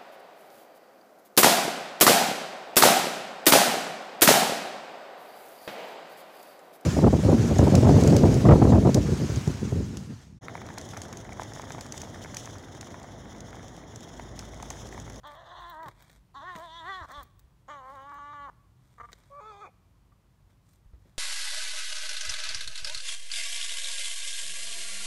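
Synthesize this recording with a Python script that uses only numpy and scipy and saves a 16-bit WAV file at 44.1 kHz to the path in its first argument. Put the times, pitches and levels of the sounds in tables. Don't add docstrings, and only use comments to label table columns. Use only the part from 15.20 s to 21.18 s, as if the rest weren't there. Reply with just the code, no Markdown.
import sys
import numpy as np
from scipy import signal
from scipy.fft import rfft, irfft, next_fast_len
from scipy.io import wavfile
from scipy.ndimage import uniform_filter1d, map_coordinates

SR = 44100
rng = np.random.default_rng(int(sys.argv[2]) if len(sys.argv) > 2 else 0)


def materialize(psi):
    bounded = np.clip(np.atleast_2d(psi).T, -1, 1)
    quanta = np.round(bounded * 32767).astype(np.int16)
    wavfile.write(sys.argv[1], SR, quanta)


N = 263718

# middle in seconds, half length in seconds, level in dB,
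# extra dB for the part below 4 kHz.
FEATHER_STROKES = [(0.113, 0.047, -67.5, 8.5), (0.5, 0.098, -68.5, -8), (0.682, 0.042, -67.5, 8.5),
                   (0.821, 0.049, -66.5, 6.5), (0.924, 0.052, -64.5, 1), (1.397, 0.079, -61.5, 2),
                   (1.703, 0.17, -68, 3.5), (1.97, 0.092, -66, 6), (2.731, 0.094, -70.5, 6),
                   (2.937, 0.05, -77, -6), (3.686, 0.08, -77.5, -2), (3.977, 0.21, -72, 2.5),
                   (5.31, 0.025, -78, 6.5), (5.518, 0.061, -68.5, -13), (5.902, 0.1, -77, 2)]


def amp(db):
    return 10 ** (np.asarray(db) / 20)


def unit(x):
    return x / np.sqrt(np.mean(x ** 2) + 1e-20)


def peaked(x):
    return x / np.abs(x).max()


def along(points, hz):
    point_hz, values = np.transpose(points)
    return np.interp(np.log(hz + 1), np.log(point_hz + 1), values)


def curves(rows, t):
    seconds, *columns = np.transpose(rows)
    return [np.interp(t, seconds, column) for column in columns]


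def wobble(rate):
    return map_coordinates(rng.standard_normal(int(N * rate / SR) + 4), [np.arange(N) * rate / SR])


def causal(db):
    cepstrum = irfft(np.log(amp(db)))
    half = cepstrum.shape[-1] // 2
    return np.exp(rfft(cepstrum * np.r_[1, np.full(half - 1, 2), 1, np.zeros(half - 1)]))


def coloured(x, points):
    size = 2 * next_fast_len(len(x) // 2 + 2048)
    response = causal(along(points, np.fft.rfftfreq(size, 1 / SR)))
    return irfft(rfft(x, size) * response)[:len(x)]


def add(track, start_s, sound):
    part = track[round(start_s * SR):][:len(sound)]
    part += sound[:len(part)]


def hump(hz, centre_hz, width):
    return np.exp(-.5 * (np.log((hz + 1) / centre_hz) / width) ** 2)


def bumps(rows):
    out = np.zeros(N)
    for middle, half, height in rows:
        start = max(middle - 3 * half, 0)
        t = np.arange(start, middle + 3 * half, 1 / SR)
        add(out, start, height * np.exp(-((t - middle) / half) ** 2))
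    return out


def pulses(at, sizes):
    taps = np.floor(at)[:, None] + np.arange(-7, 9)
    offset = taps - at[:, None]
    shapes = sizes[:, None] * np.sinc(offset) * np.cos(np.pi * offset / 16) ** 2
    return np.bincount(np.clip(taps, 0, N - 1).astype(int).ravel(), shapes.ravel(), N)


def machinery(rumble_db=-63.5, hum_gain_db=-2, waver_db=5):
    # frequency in Hz, relative level in dB.
    hum_tones = [(49.6, -67.5), (97, -72.5), (124, -71.5)]
    rumble_colour = [(12, -44.5), (20, -26), (38, -3), (70, -3), (133, -3.5), (196, -8.5), (213, -15),
                     (274, -16.5), (404, -20.5), (452, -23), (906, -24.5), (985, -22.5), (1500, -30),
                     (1770, -31), (15500, -43.5)]
    t = np.arange(N) / SR
    hum = np.zeros(N)
    for hz, db in hum_tones:
        level = amp(db + hum_gain_db + waver_db * wobble(12))
        hum += level * np.sqrt(2) * np.sin(2 * np.pi * hz * t + wobble(7))
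    return hum + amp(rumble_db) * unit(coloured(rng.standard_normal(N), rumble_colour))


def syrinx(pitch, rough, sounding, jitter=0.12, tremor=0.00061, shimmer_db=3, doubling=0.13):
    cycles = np.cumsum(sounding * pitch) / SR
    at = np.interp(np.arange(int(cycles[-1]) + 1) + 1e-3, cycles, np.arange(N))
    period, strain = SR / pitch[at.astype(int)], rough[at.astype(int)]
    late, size = rng.standard_normal((len(at), 2)).T
    slip = (tremor + jitter * strain ** 1.5) * period * late
    alternation = 1 + doubling * strain * np.cos(np.pi * np.arange(len(at)))
    sizes = amp(shimmer_db * strain * size) * alternation
    train = pulses(at + slip, np.sqrt(period) * sizes)
    burst = sounding * (1 + 1.1 * np.cos(2 * np.pi * (cycles - .15)))
    air = coloured(rng.standard_normal(N), [(1200, 0), (3500, 10), (7000, 16)])
    return train * (1 - rough ** 2) + burst * air * rough / (1 + rough ** 2)


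def thrash(hz, frames, bands=9, span=7):
    ripples = uniform_filter1d(rng.standard_normal((len(hz), frames)), bands, axis=0)
    for _ in range(2):
        ripples = uniform_filter1d(ripples, span, axis=1)
    depth_db = along([(1100, .5), (2200, 2.2), (4500, 3.5)], hz)
    return unit(ripples) * depth_db[:, None]


def cry(voice, colour, throat_hz, throat_hz_per_db, half_width_hz, edge_db, gape_db, sizzle_db, tuning,
        gape_db_per_octave=12, drive_db=9, leak=0.23, waver=0.0048, chaos=.08):
    # middle and half length in seconds, added roughness (0-1).
    breaks = [(0.155, 0.018, 0.53), (0.25, 0.049, 0.78), (0.375, 0.062, 0.39), (1.23, 0.015, 0.08),
              (1.37, 0.032, 0.15), (1.847, 0.019, 0.5), (2.506, 0.064, 0.14), (2.97, 0.034, 0.07),
              (4.195, 0.019, 0.06), (4.474, 0.023, 0.6)]
    # time in seconds, upward jump as a share of the pitch.
    catches = [(2.921, 0.17), (2.987, 0.17), (3.135, 0.1304), (3.29, 0.32)]
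    # time in seconds, boost in dB.
    windpipe_boosts = [(0.04, -0.5), (0.24, 17.5), (0.45, -11), (0.56, -1.5), (1.205, -20), (1.238, 13.5),
                       (1.268, -23), (1.39, 8.5), (1.465, 11), (1.51, -6), (1.68, -7), (1.97, 3.5),
                       (2.83, 4), (2.9, -10), (3.2, -5), (4.1, 3.5)]
    pitch, level, brightness, rough = voice
    rough = np.clip(rough + bumps(breaks), .01, .95)
    catch = bumps([(s, .0025, jump) for s, jump in catches])
    unsteady = pitch * (1 + catch + waver * wobble(70) + chaos * rough ** 2 * wobble(160))
    sounding = level > 1e-5
    first, last = np.flatnonzero(sounding)[[0, -1]]
    source = amp(drive_db) * level * syrinx(unsteady, rough, sounding)
    hz, slice_s, slices = signal.stft(source[first:last + 1024], SR, nperseg=1024, noverlap=768)
    now = np.minimum(first + (slice_s * SR).astype(int), last)[:, None]
    effort_db = np.clip(20 * np.log10(level[now] / level[sounding].mean() + 1e-9), -8, 8)
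    rest_hz = throat_hz + throat_hz_per_db * effort_db
    centre_hz = rest_hz - tuning * pitch[now] / np.pi * np.sin(2 * np.pi * rest_hz / pitch[now])
    width_hz = half_width_hz * (1 + leak * rough[now])
    throat = -10 * np.log10(1 + ((hz - centre_hz) / width_hz) ** 2) * hump(hz, 1173, 0.89)
    edge = brightness[now] + edge_db
    gape = gape_db + 0.18 * edge + gape_db_per_octave * np.log2(pitch[now] / pitch[sounding].mean())
    sizzle = sizzle_db + 0.78 * edge
    bill = gape * hump(hz, 2080, 0.15) + edge * hump(hz, 3410, 0.15) + sizzle * hump(hz, 7300, 0.63)
    windpipe = curves(windpipe_boosts, now / SR)[0] * hump(hz, 600, 0.12)
    filter_db = along(colour, hz) + windpipe + throat + bill + thrash(hz, len(slice_s)).T
    voiced = slices * causal(filter_db).T
    voiced *= np.linalg.norm(slices[hz < 2300], axis=0) / (np.linalg.norm(voiced, axis=0) + 1e-12)
    out = np.zeros(N)
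    add(out, first / SR, signal.istft(voiced, SR, nperseg=1024, noverlap=768)[1])
    return out


def long_voice(rows, rough, onset_db, ending_db, scoop=1, scoop_s=0.025, sag_s=0.046, attack_s=0.0014,
               slack_hz=237.6, slack_dull_db=9.5, slack_rough=0.45, slack_span_hz=15.3):
    t = np.arange(N) / SR
    pitch, level_db, brightness = curves(rows, t)
    start, end = rows[0][0] - scoop_s, rows[-1][0] + sag_s
    opening = np.clip(1 - (t - start) / scoop_s, 0, 1)
    closing = np.clip(1 - (end - t) / sag_s, 0, 1) ** 1.39
    pitch = pitch + (slack_hz - pitch) * (scoop * opening + closing)
    swell = (t >= start) * (t <= end) * (1 - .5 * np.exp(-np.abs(t - start) / attack_s))
    hoarse = slack_rough * np.exp(-np.maximum(pitch - slack_hz, 0) / slack_span_hz)
    level = swell * amp(level_db + onset_db * opening + ending_db * closing)
    return pitch, level, brightness - slack_dull_db * (opening + closing), rough + hoarse


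def cluck_voice(pitch_hz=236.8, brightness_db=-24, rough=0.31, attack_s=0.002, release_s=0.005):
    # start in seconds, length in seconds, level in dB.
    clucks = [(3.782, 0.0064, -49), (3.801, 0.014, -41.5), (3.832, 0.021, -45.5), (3.888, 0.0092, -54),
              (4.921, 0.0041, -61)]
    t, steady = np.arange(N) / SR, np.ones(N)
    level = np.zeros(N)
    for start, length, db in clucks:
        rise = np.minimum(t - start, 0) / attack_s
        fall = np.maximum(t - start - length, 0) / release_s
        level += amp(db) * np.exp(rise - fall)
    return pitch_hz * steady, level, brightness_db * steady, rough * steady


def gull():
    # time in seconds, pitch in Hz, level in dB, brightness in dB.
    rasp_path = [(0.059, 297.2, -44, -10), (0.149, 287.9, -50, -18.5), (0.187, 336.2, -49.5, -11.5),
                 (0.237, 390.6, -50, -19.5), (0.301, 336.5, -48.5, -14.5), (0.317, 357.2, -47.5, -14.5),
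                 (0.425, 354, -44, -15), (0.453, 340, -44.5, -14.5), (0.509, 351.9, -44.5, -11.5),
                 (0.545, 305, -45, -22.5), (0.635, 330.2, -40.5, -28), (0.646, 311, -42.5, -35)]
    wail_path = [(1.168, 284.5, -41, -16.5), (1.204, 271.4, -46, -15), (1.25, 347, -42.5, -18),
                 (1.288, 375.6, -38.5, -18), (1.352, 340.5, -44, -16.5), (1.39, 314.1, -44, -19.5),
                 (1.44, 354, -43, -13.5), (1.488, 312.8, -48.5, -7.5), (1.566, 341.7, -43.5, -4.5),
                 (1.588, 337.9, -43.5, -5), (1.634, 315.5, -44, -18.5), (1.672, 362.5, -39, -19),
                 (1.696, 396.3, -35, -24), (1.744, 376, -38.5, -10), (1.796, 361, -41, -19),
                 (1.812, 328, -41, -19)]
    yelp_path = [(1.905, 240.2, -47, -24.5), (1.95, 293.5, -44, -12), (1.985, 289.2, -40.5, -16)]
    moan_path = [(2.506, 304.3, -41, -16.5), (2.598, 268.9, -46, -22), (2.618, 255.1, -48, -27),
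                 (2.702, 266.4, -43, -30), (2.738, 292.4, -48.5, -27), (2.776, 262.5, -43, -30),
                 (2.842, 275.6, -48.5, -18.5), (2.886, 287.1, -44, -27.5), (2.924, 283.8, -43.5, -25),
                 (3.1, 291.2, -43, -21), (3.254, 284, -41.5, -25.5)]
    squeal_path = [(4.125, 559, -47.5, -38), (4.198, 585, -44, -39), (4.21, 415.6, -49, -27),
                   (4.285, 437.7, -45, -27), (4.312, 425.5, -44.5, -25.5), (4.325, 404.3, -50, -21.5),
                   (4.402, 400.8, -50.5, -22), (4.422, 435.8, -44, -24), (4.45, 372.7, -44.5, -33.5)]
    # frequency in Hz, gain in dB.
    open_colour = [(150, -49.5), (300, -11.5), (470, -9), (620, 3.5), (1000, 2), (1400, -3), (1720, 5),
                   (1960, 3.5), (2250, -18), (2600, -20), (3450, -4), (4200, -14.5), (4800, -28.5),
                   (6800, -31.5), (9000, -51), (14000, -60.5)]
    moan_colour = [(150, -42), (300, -10), (560, 2), (850, 3.5), (1200, 4.5), (1450, 0.5), (1800, 4),
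                   (2350, -6), (2600, -28.5), (2900, -6.5), (3400, -15.5), (3780, -14), (4900, -36),
                   (6800, -29), (8500, -50.5), (14000, -56)]
    squeal_colour = [(150, -58), (300, -30), (560, -16.5), (850, -19), (1300, -20), (1900, -30),
                     (2450, -18.5), (2850, -59), (3500, -30.5), (3950, -52), (4500, -45.5), (5300, -59),
                     (6500, -52), (9000, -70.5), (14000, -91)]
    rasp = cry(long_voice(rasp_path, rough=0.148, onset_db=-5, ending_db=-1), open_colour,
               throat_hz=1064, throat_hz_per_db=-7, half_width_hz=106, tuning=0.2,
               edge_db=17.5, gape_db=-2.5, sizzle_db=-9.5)
    wail = cry(long_voice(wail_path, rough=0.087, onset_db=-3.5, ending_db=-3), open_colour,
               throat_hz=1137, throat_hz_per_db=28.5, half_width_hz=67, tuning=0.22,
               edge_db=17.5, gape_db=1.5, gape_db_per_octave=32, sizzle_db=-6)
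    yelp = cry(long_voice(yelp_path, rough=0.082, onset_db=-5, ending_db=-11), open_colour,
               throat_hz=1137, throat_hz_per_db=-5, half_width_hz=53, tuning=0.27,
               edge_db=19.5, gape_db=0.5, gape_db_per_octave=-27, sizzle_db=-4.5)
    moan = cry(long_voice(moan_path, rough=0.036, onset_db=-2.5, ending_db=-4), moan_colour,
               throat_hz=1090, throat_hz_per_db=29, half_width_hz=98, tuning=0.28,
               edge_db=23.5, gape_db=-1.5, gape_db_per_octave=16, sizzle_db=-3.5)
    clucks = cry(cluck_voice(), moan_colour,
                 throat_hz=1180, throat_hz_per_db=3, half_width_hz=46, tuning=0.3,
                 edge_db=18, gape_db=6.5, sizzle_db=-7)
    squeal = cry(long_voice(squeal_path, rough=0.14, onset_db=-10, ending_db=-12.5, scoop=0),
                 squeal_colour, throat_hz=1128, throat_hz_per_db=44, half_width_hz=77, tuning=0.17,
                 edge_db=27.5, gape_db=-3.5, gape_db_per_octave=-13, sizzle_db=-3)
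    return rasp + wail + yelp + moan + clucks + squeal


def pebbles(count=32, over_stroke_db=10, scatter_db=3, spread=0.98, knock_db=-7, treble_db=2):
    middle, half, stroke_db, _ = np.transpose(FEATHER_STROKES)[:, np.arange(count) % len(FEATHER_STROKES)]
    when, size = rng.uniform(-1, 1, (count, 2)).T
    times = np.clip(middle + spread * half * when, 0, N / SR)
    levels = stroke_db + over_stroke_db + scatter_db * size
    return [(start, db, knock_db, treble_db) for start, db in zip(times, levels)]


def clicks(fade_s=0.026, gain_db=1):
    # start in seconds, level in dB, knock against crack in dB, treble boost in dB.
    contacts = [(0.0725, -47.5, -1.5, 0), (0.1505, -56, -4, 8), (0.4976, -57, -23, 23.5),
                (0.6305, -50, 3.5, 0), (0.6597, -51, 7, -12), (0.6833, -39.5, -1, 1), (0.823, -49.5, 1, 5),
                (0.8971, -53, 4.5, -2), (1.353, -47, 11, -13), (1.361, -37, 1.5, -8), (1.3847, -41, -8, -5),
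                (1.8915, -47, -5, -8), (1.9174, -41, -17, -2), (2.0305, -47, -35, 12),
                (2.1939, -48, -12, 4.5), (2.7548, -53, -1.5, -2), (2.8937, -51.5, -2, -14),
                (2.9423, -57, -12, 5), (3.919, -48, -2, -3), (3.9301, -32, -7, -13.5),
                (4.036, -52, -5, -15)]
    # frequency in Hz, gain in dB.
    crack_colour = [(300, -74), (1500, -32), (2600, -51), (3800, -3), (5000, -8.5), (6500, -5), (9000, -11),
                    (10400, -17), (13000, -11), (16000, -5)]
    knock_colour = [(100, -13.5), (400, 14.5), (1000, 6.5), (1900, 14), (2700, 0.5), (3700, 7), (5000, -15),
                    (12000, -39)]
    out, t = np.zeros(N), np.arange(SR // 20) / SR
    for start, db, knock_db, treble_db in contacts + pebbles():
        crack, knock = rng.standard_normal((2, len(t))) * amp(-60 * t / fade_s)
        crack = peaked(coloured(crack, crack_colour))
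        crack = coloured(crack, [(6000, 0), (13000, treble_db)])
        knock = amp(knock_db) * peaked(coloured(knock, knock_colour))
        add(out, start, amp(db + gain_db) * (crack + knock))
    return out


def rustle(grit=0.96, grains_per_s=230, flutter_db=1):
    # frequency in Hz, gain in dB.
    feather_colour = [(150, -31), (250, -2), (330, -17), (603, -7.5), (809, -10), (1890, -11.5),
                      (2360, -11.5), (2760, -42.5), (3280, -11), (4550, -18.5), (9070, -17), (10200, -26.5),
                      (13300, -22.5), (15500, -54)]
    grains = (rng.random(N) < grains_per_s / SR) * rng.standard_normal(N)
    brush = rng.standard_normal(N) * amp(-flutter_db * wobble(62))
    scrape = unit(coloured(brush + grit * unit(grains), feather_colour))
    low = signal.sosfiltfilt(signal.butter(2, 4000, fs=SR, output="sos"), scrape)
    hiss_level = bumps([(s, half, amp(db)) for s, half, db, _ in FEATHER_STROKES])
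    low_level = bumps([(s, half, amp(db + low_db)) for s, half, db, low_db in FEATHER_STROKES])
    return hiss_level * (scrape - low) + low_level * low


def wings(swings=9, swell_s=0.0017, slap_fade_s=0.17):
    # start in seconds, level in dB, pitch of the push in Hz, slap against push in dB.
    blows = [(0.658, -43.5, 141, -0.5), (0.682, -43.5, 126, -11), (1.353, -40.5, 178, -5),
             (1.812, -41, 72.7, -16), (1.977, -43.5, 51, -27), (2.018, -52, 78.4, -8),
             (2.239, -52, 63.5, -12), (3.823, -48.5, 54.4, -23), (5.659, -47.5, 40, -28),
             (5.733, -41, 56, -14), (5.852, -54, 147, 0.5)]
    # frequency in Hz, gain in dB.
    push_colour = [(20, -9), (50, -7.5), (80, -2.5), (130, -5), (300, -4.5), (700, -30), (2000, -73)]
    slap_colour = [(100, -14), (300, 13), (800, -1), (2000, -7.5), (2700, -23), (3700, -13.5), (9000, -35)]
    out, t = np.zeros(N), np.arange(SR // 4) / SR
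    for start, db, push_hz, slap_db in blows:
        swell = amp(-60 * t * push_hz / swings) * (1 - np.exp(-t / swell_s))
        push = peaked(coloured(swell * np.sin(2 * np.pi * push_hz * t), push_colour))
        burst = rng.standard_normal(len(t)) * amp(-60 * t / slap_fade_s)
        slap = amp(slap_db) * peaked(coloured(burst, slap_colour))
        add(out, start, amp(db) * (push + slap))
    return out


def echo(x):
    # frequency in Hz, seconds to fade by 60 dB.
    fade_times = [(200, 0.11), (1200, 0.81), (4000, 0.92), (12000, 0.03)]
    hz, t, noise = signal.stft(rng.standard_normal(SR), SR, nperseg=256)
    fade = amp(-60 * t / along(fade_times, hz)[:, None])
    tail = signal.istft(noise * fade, SR, nperseg=256)[1]
    return signal.fftconvolve(x, tail / np.linalg.norm(tail))[:N]


def scene(echo_db=-25):
    fight = gull() + clicks() + wings() + rustle()
    return (fight + amp(echo_db) * echo(fight) + machinery())[None]


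def record(dry):
    top_hz = 15650
    size = next_fast_len(N + SR // 4)
    kept = np.fft.rfftfreq(size, 1 / SR) < top_hz
    return irfft(rfft(dry, size) * kept, size)[:, :N]


dry = scene()
out = record(dry)
materialize(out)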